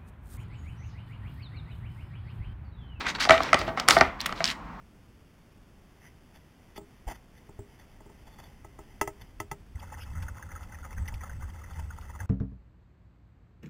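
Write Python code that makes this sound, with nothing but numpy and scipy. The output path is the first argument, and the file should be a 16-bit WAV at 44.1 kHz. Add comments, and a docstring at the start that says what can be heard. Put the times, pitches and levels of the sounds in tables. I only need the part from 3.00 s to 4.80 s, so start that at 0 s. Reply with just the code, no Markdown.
"""A quiet room, close to a wooden table: a small hard holder is shifted and set down while a card is
drawn out of it. Each knock is a crack at the contact, a clack and hollow ring of the holder, and a
ring of the table top. Between the knocks the card slides with a grainy rustle and its edges tick.
Low handling rumble and room tone lie underneath, and a short room tail follows the action."""
import sys
import numpy as np
from scipy import signal
from scipy.fft import rfft, irfft
from scipy.io import wavfile
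from scipy.ndimage import uniform_filter1d

SR = 44100
rng = np.random.default_rng(int(sys.argv[2]) if len(sys.argv) > 2 else 0)


def transcribe(signal):
    """Save signal, clipped to [-1, 1], as a 16-bit WAV file at the path in sys.argv[1]."""
    frames = np.atleast_2d(signal).T
    limited = np.clip(frames, -1, 1)
    pcm = np.round(limited * 32767).astype(np.int16)
    wavfile.write(sys.argv[1], SR, pcm)


N = 79380

# The holder's hits on the table. Each row: start in seconds, hollow ring level in dB, its pitch in Hz,
# ring length as a multiple of the free ring, table gain in dB, wash gain in dB, clack gain in dB,
# clack tilt in dB per octave, crack gain in dB, top of the crack in Hz.
HOLDER_HITS = [(0.0661, -39, 636, .6, -45, -46, -20, 11, -22.5, 3950),
               (0.2515, -37, 620, 0.82, -26.5, -46, -19.5, 7, -21, 5000),
               (0.2735, -14, 712, 0.14, -44, -65, -47, -18, -61, 2500),
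               (0.2943, -12.5, 667.6, 0.98, -13, -21, -7.5, -0.5, -11.5, 4800),
               (0.3066, -6, 653, 0.86, -17.5, -22.5, 1, 5.5, -10, 4800),
               (0.3780, -31, 654, 1.2, -33, -55, -25.5, 20.5, -24, 4240),
               (0.4045, -11.5, 710, 0.14, -16, -45, -25.5, -41, -23.5, 2500),
               (0.5303, -10.5, 663, 0.27, -27, -31, -5.5, -10, -11.5, 4200),
               (0.5428, -11.5, 595, 0.22, -6.5, -28.5, -24, 28, -14, 5100),
               (0.6145, -26, 632, 0.38, -25, -39, -22.5, -9, -28, 4000),
               (0.6785, -24.5, 659, 0.96, -27, -41, -32, -16.5, -34, 3900),
               (0.7738, -24, 752, 0.46, -28.5, -30.5, -20.5, 0, -31.5, 4780),
               (0.7985, -29.5, 728, 0.41, -38, -45, -25, -9, -30, 9000),
               (0.8790, -31.5, 694, 0.98, -29, -17.5, -26, -4, -17.5, 4400),
               (0.8853, -18, 720, 0.36, -18.5, -30, -8, 3.5, -3, 9000),
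               (0.9070, -29, 690, 0.21, -15, -37, -7, 4, -2.5, 6100),
               (0.9665, -9.5, 679.3, 0.78, -14, -28.5, -7.5, 3, -26, 4500),
               (1.0100, -8.5, 672.4, 0.44, -7, -25.5, -3, 3, -16.5, 5200),
               (1.2592, -38.5, 650, 0.71, -52, -40, -23, 5.5, -29, 4900),
               (1.2922, -59, 610, 0.52, -45, -37.5, -30.5, -25.5, -34, 3920),
               (1.3245, -37, 690, 0.33, -29, -56, -25.5, -3, -26.5, 3820),
               (1.4045, -20.5, 676, 0.64, -28, -38, -22, 10.5, -41, 4060)]
def knocks():
    """Each hit sounds holder and table together; grip and position change the ring's pitch and length."""
    out = np.zeros(N)
    for s, hollow_db, hz, length, table_db, wash_db, clack_db, tilt_db, crack_db, top_hz in HOLDER_HITS:
        add(out, s, from_db(hollow_db) * hollow_ring(hz, length))
        add(out, s, from_db(table_db) * table_ring(length))
        add(out, s, from_db(wash_db) * table_wash())
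        add(out, s, from_db(clack_db) * holder_clack(tilt_db))
        add(out, s, from_db(crack_db) * contact_crack(top_hz))
    return out


# The holder's short, hard modes. Each row: pitch in Hz, relative level in dB, t60 in seconds.
HOLDER_MODES = [(1140, -3.5, 0.006), (1213, 10.5, 0.017), (1377, 4, 0.022), (1556, 2.5, 0.022),
                (1726, -6.5, 0.045), (2017, 5, 0.016), (2330, -9.5, 0.043), (2905, -11, .016),
                (3333, -14, 0.0047)]
def holder_clack(tilt_db):
    """The hard shell clacks, its modes landing a little off pitch at every blow."""
    return .5 * struck(HOLDER_MODES, tilt_db, detune=0.036)


def hollow_ring(hz, length, rise_s=0.0021, free_t60=0.17):
    """The holder's hollow rings on a single note."""
    t = np.arange(SR // 2) / SR
    return np.sin(2 * np.pi * hz * t) * np.minimum(t / rise_s, 1) * decay(t, free_t60 * length)


def contact_crack(top_hz, attack_s=0.00027, hold_s=.002, t60=0.011):
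    """A few milliseconds of bright chatter as two hard faces meet."""
    t = np.arange(SR // 20) / SR
    chatter = rng.standard_normal(len(t)) * np.minimum(t / attack_s, 1) * decay(t - hold_s, t60)
    bright = butter(chatter, 2270, "high")
    return rms_one(butter(bright, top_hz, "low", order=3)) / 10


# The table top's modes. Each row: pitch in Hz, relative level in dB, free-ringing t60 in seconds.
TABLE_MODES = [(74.1, -24, 0.68), (159.6, -15.5, 0.13), (262.8, -19, 0.42), (336, -15.5, 0.17),
               (385.7, -14, 0.25), (499, -12, 0.055), (730.5, -10.5, 0.21), (824, -8, 0.14),
               (917, -13, 0.19), (1113, -14.5, 0.12), (1162, -11, 0.18), (1413, -15.5, 0.123),
               (1541, -12, 0.16), (1866, -11, 0.161), (1900, -18, 0.084)]
def table_ring(length):
    """The wooden top rings under the blow and gives the knock its body."""
    return struck(TABLE_MODES, length=length)


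# The colour of the table's dense modes. Each row: frequency in Hz, relative level in dB.
WASH_COLOUR = [(100, -27.5), (250, -19.5), (550, -1.5), (900, -4), (1200, 5.5), (1600, -9), (2000, -1.5),
               (2600, -8.5), (3100, -11), (6000, -27), (12000, -64)]
def table_wash(attack_s=0.01, t60=0.31):
    """The table's many overlapping modes build up and die away together."""
    t = np.arange(SR // 2) / SR
    wood = coloured(rng.standard_normal(len(t)), WASH_COLOUR)
    return wood * np.minimum(t / attack_s, 1) * decay(t, t60)


def struck(modes, tilt_db=0, length=1, detune=0, pivot_hz=1490, spread_db=1.5, contact_s=0.00059):
    """A struck body: decaying modes of alternating sign, balanced a little differently at every blow."""
    t, out = np.arange(SR // 2) / SR, 0
    for k, (hz, db, t60) in enumerate(modes):
        gain = from_db(db + tilt_db * np.log2(hz / pivot_hz) + spread_db * rng.standard_normal())
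        pitch = hz * (1 + detune * rng.standard_normal())
        out = out + (-1) ** k * gain * np.sin(2 * np.pi * pitch * t) * decay(t, t60 * length)
    return out * np.minimum(t / contact_s, 1)


# The card's edge ticks. Each row: start in seconds, snap peak in dB, resonance in Hz,
# t60 of grit and fizz in seconds, fizz level in dB against the peak.
EDGE_TICKS = [(0.0350, -34, 3500, .015, -32), (0.1505, -23, 4030, 0.017, -46.5),
              (0.2906, -12, 3840, 0.016, -48), (0.4338, -17.5, 5300, 0.0088, -17),
              (0.4905, -23.5, 2300, 0.028, -32), (0.5896, -29, 4750, 0.035, -12.5),
              (0.667, -37, 3540, .015, -36), (0.7986, -12.5, 4950, 0.018, -24.5),
              (0.8848, -21, 7000, 0.003, -1), (0.8985, -13, 7000, 0.032, -26),
              (0.9790, -21, 4550, .008, -30), (0.987, -14.5, 4860, 0.0091, -22),
              (1.0098, -10, 5110, 0.017, -42), (1.2051, -16, 3960, 0.012, -23),
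              (1.2133, -19, 5500, 0.016, -17), (1.249, -31, 3160, .01, -28),
              (1.2597, -17.5, 3270, 0.031, -40), (1.3770, -30.5, 3500, 0.019, -34),
              (1.4425, -2.5, 5100, 0.0039, -45), (1.4550, -13, 4630, 0.0071, -25),
              (1.4630, -26, 4500, 0.008, -30), (1.4772, -12.5, 4640, 0.011, -34),
              (1.4860, -16, 3500, 0.009, -27), (1.4960, -18.5, 3700, 0.0092, -25),
              (1.5020, -14, 3950, 0.0052, -26)]
def card_ticks(grit_db=-9.5):
    """A card edge snaps free: one short, broad resonance, a little grit and a fizz of fibres on top."""
    out, t = np.zeros(N), np.arange(SR // 20) / SR
    for s, db, hz, t60, fizz_db in EDGE_TICKS:
        push = from_db(grit_db) * rng.standard_normal(len(t)) * decay(t, t60)
        push[0] += 2  # the edge lets go
        snap = butter(resonate(push, hz, q=3.65), hz * 0.68, "low")
        fizz = from_db(fizz_db) * butter(rng.standard_normal(len(t)), hz, "high") * decay(t, t60)
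        add(out, s, from_db(db) * (snap / np.abs(snap).max() + fizz))
    return out


# The card's strokes. Each row: start, attack, hold and time to fade by 30 dB, all in seconds,
# level in dB, tilt in dB per octave, card resonance in Hz.
CARD_STROKES = [(0.003, 0.0017, 0.0061, 0.082, -33.5, -2, 4300),
                (0.037, 0.03, 0.01, 0.014, -30, -3.5, 2240), (0.071, 0.012, 0.021, 0.041, -30.5, 0.5, 6300),
                (0.144, 0.0066, 0.012, 0.021, -33.5, -1, 4400), (0.182, 0.0039, 0.0075, .02, -33, -5, 4180),
                (0.197, 0.0058, 0.037, 0.061, -25.5, 2, 4700),
                (0.312, 0.0018, 0.0084, 0.14, -29, 2.5, 3700),
                (0.41, 0.009, 0.047, 0.19, -33.5, -2.5, 5660), (0.571, 0.013, 0.029, 0.079, -37, 0.5, 4740),
                (0.668, 0.0033, .018, 0.041, -35.5, -4, 2900), (0.765, 0.0088, .02, 0.036, -40, -1, 5000),
                (0.895, 0.0049, 0.027, .11, -26, 7.5, 4570), (1.187, .015, 0.073, 0.024, -42.5, -1.5, 3430),
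                (1.257, 0.0055, 0.0037, 0.0035, -31, 13, 13900),
                (1.284, 0.0067, 0.033, 0.044, -34.5, -5.5, 3040),
                (1.351, 0.0045, 0.072, 0.055, -46.5, 2.5, 4200),
                (1.444, 0.0032, 0.069, 0.034, -34.5, 4, 3020)]
# The papery colour of the rub. Each row: frequency in Hz, relative level in dB.
RUB_COLOUR = [(100, -15), (400, -17), (900, 1.5), (1300, 2), (2100, 4.5), (2700, -0.5), (3800, -1.5),
              (5200, -8), (7000, -15), (10000, -25.5), (16000, -39)]
def card_slides(slips_per_s=3500, spread_db=3, hiss_db=-1.5, flutter_db=1.5, flutter_s=.003, ring_db=-1):
    """Card rubs on card and wood: tiny slips come in uneven clumps and ring the card."""
    out, t = np.zeros(N), np.arange(SR // 2) / SR
    for s, attack, hold, release, db, tilt_db, card_hz in CARD_STROKES:
        sizes = from_db(spread_db * np.minimum(rng.exponential(1, len(t)), 4))
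        signs = rng.choice([-1, 1], len(t))
        slips = rms_one(sizes * signs * (rng.random(len(t)) < slips_per_s / SR))
        hiss = from_db(hiss_db) * rng.standard_normal(len(t))
        flutter = rms_one(uniform_filter1d(rng.standard_normal(len(t)), size=int(flutter_s * SR)))
        rub = (slips + hiss) * from_db(flutter_db * flutter)
        ring = from_db(ring_db) * resonate(rub, card_hz, q=9)
        envelope = np.minimum(t / attack, 1) * np.sqrt(decay(t - attack - hold, release))
        add(out, s, from_db(db) * envelope * coloured(rub + ring, RUB_COLOUR, tilt_db))
    return out


# The rumble's fader ride. Each row: time in seconds, level in dB.
RUMBLE_RIDE = [(0, -44), (.27, -51), (.31, -38.5), (.5, -41.5), (.68, -37), (.83, -52), (.92, -32.5),
               (1.049, -35.5), (1.171, -68), (1.32, -46), (1.46, -53), (1.62, -80), (1.8, -62)]
# Its bass-heavy colour. Each row: frequency in Hz, relative level in dB.
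RUMBLE_EQ = [(25, -28), (50, -2), (70, -9), (100, -2.5), (170, -11), (250, -4.5), (400, -8.5), (700, -11),
             (1500, -47.5)]
def handling_rumble():
    """Low handling noise carried by the table."""
    times, db = np.transpose(RUMBLE_RIDE)
    level = from_db(np.interp(np.arange(N) / SR, times, db))
    return level * coloured(rng.standard_normal(N), RUMBLE_EQ)


# The colour of the room's tail. Each row: frequency in Hz, relative level in dB.
TAIL_COLOUR = [(100, -29.5), (600, -6.5), (1100, -5.5), (2200, -6.5), (3200, -13), (6000, -2.5),
               (14000, -9.5)]
# How long the tail hangs. Each row: frequency in Hz, t60 in seconds.
TAIL_DECAY = [(200, 0.17), (1000, 0.35), (2200, 0.35), (4000, 0.13), (12000, 0.32)]
def room_reverb(x, tail_db=-16.5, onset_s=0.0017, echo_s=.04, echo_db=-21):
    """A diffuse tail that dies band by band, and one dull wall echo."""
    t, tail = np.arange(SR // 2) / SR, 0
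    edges = np.geomspace(80, 16000, 13)
    for low, high in zip(edges, edges[1:]):
        hz = np.sqrt(low * high)
        band = butter(rng.standard_normal(len(t)), [low, high], "band")
        tail = tail + band * from_db(at_hz(TAIL_COLOUR, hz)) * decay(t, at_hz(TAIL_DECAY, hz))
    tail = tail * (1 - np.exp(-(t / onset_s) ** 2))
    response = from_db(tail_db) * tail / np.sqrt(np.sum(tail ** 2))
    echo = butter(signal.unit_impulse(SR // 100), 2550, "low")
    add(response, echo_s, from_db(echo_db) * echo)
    return signal.fftconvolve(x, response)[:N]


# The dark bed of the room. Each row: frequency in Hz, relative level in dB.
ROOM_TONE_COLOUR = [(20, -12.5), (47, 8), (80, -3.5), (120, -4), (175, 3), (260, -1), (400, -13.5),
                    (650, -9.5), (1050, -2.5), (1500, -11.5), (2200, -17.5), (3200, -27.5), (6000, -37),
                    (10000, -50.5), (16000, -46)]
def room_tone(level_db=-42):
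    """The room's steady, soft background noise."""
    return from_db(level_db) * coloured(rng.standard_normal(N), ROOM_TONE_COLOUR)


def from_db(db):
    """Decibels to gain."""
    return 10 ** (np.asarray(db) / 20)


def rms_one(x):
    """Scale to unit rms."""
    return x / np.sqrt(np.mean(x ** 2) + 1e-20)


def at_hz(points, hz):
    """Read a curve on a log-frequency axis."""
    freqs, values = np.transpose(points)
    return np.interp(np.log(np.maximum(hz, 1)), np.log(freqs), values)


def coloured(x, spectrum, tilt_db=0):
    """EQ a steady sound with a curve and a tilt per octave; rms 1."""
    hz = np.maximum(np.arange(len(x) // 2 + 1) * SR / len(x), 1)
    gain = from_db(at_hz(spectrum, hz) + tilt_db * np.log2(hz))
    return rms_one(irfft(rfft(x) * gain, len(x)))


def butter(x, hz, kind, order=2):
    """Causal Butterworth filter."""
    return signal.sosfilt(signal.butter(order, hz, kind, fs=SR, output="sos"), x)


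def resonate(x, hz, q):
    """Ring a single resonance."""
    return signal.lfilter(*signal.iirpeak(hz, q, fs=SR), x)


def decay(t, t60):
    """Exponential fall, 60 dB in t60 seconds; full level before time zero."""
    return np.exp(-np.log(1000) * np.maximum(t, 0) / t60)


def add(out, s, sound):
    """Mix a sound in at s seconds."""
    i = int(s * SR)
    out[i:i + len(sound)] += sound[:N - i]


def scene():
    """Knocks, ticks and rustles in the room, over rumble and room tone, in mono."""
    handling = knocks() + card_ticks() + card_slides()
    bed = room_tone()
    return (handling + room_reverb(handling) + handling_rumble() + bed)[None]


def record(dry, low_cut_hz=25.4, ceiling=.95, high_cut_hz=16150):
    """The deepest bass is lost, the loudest peaks are rounded and the top is cut."""
    x = butter(dry, low_cut_hz, "high")
    rounded = x / (1 + (x / ceiling) ** 6) ** (1 / 6)
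    return signal.sosfilt(signal.ellip(10, .2, 80, high_cut_hz, fs=SR, output="sos"), rounded)


dry = scene()
out = record(dry)
transcribe(out)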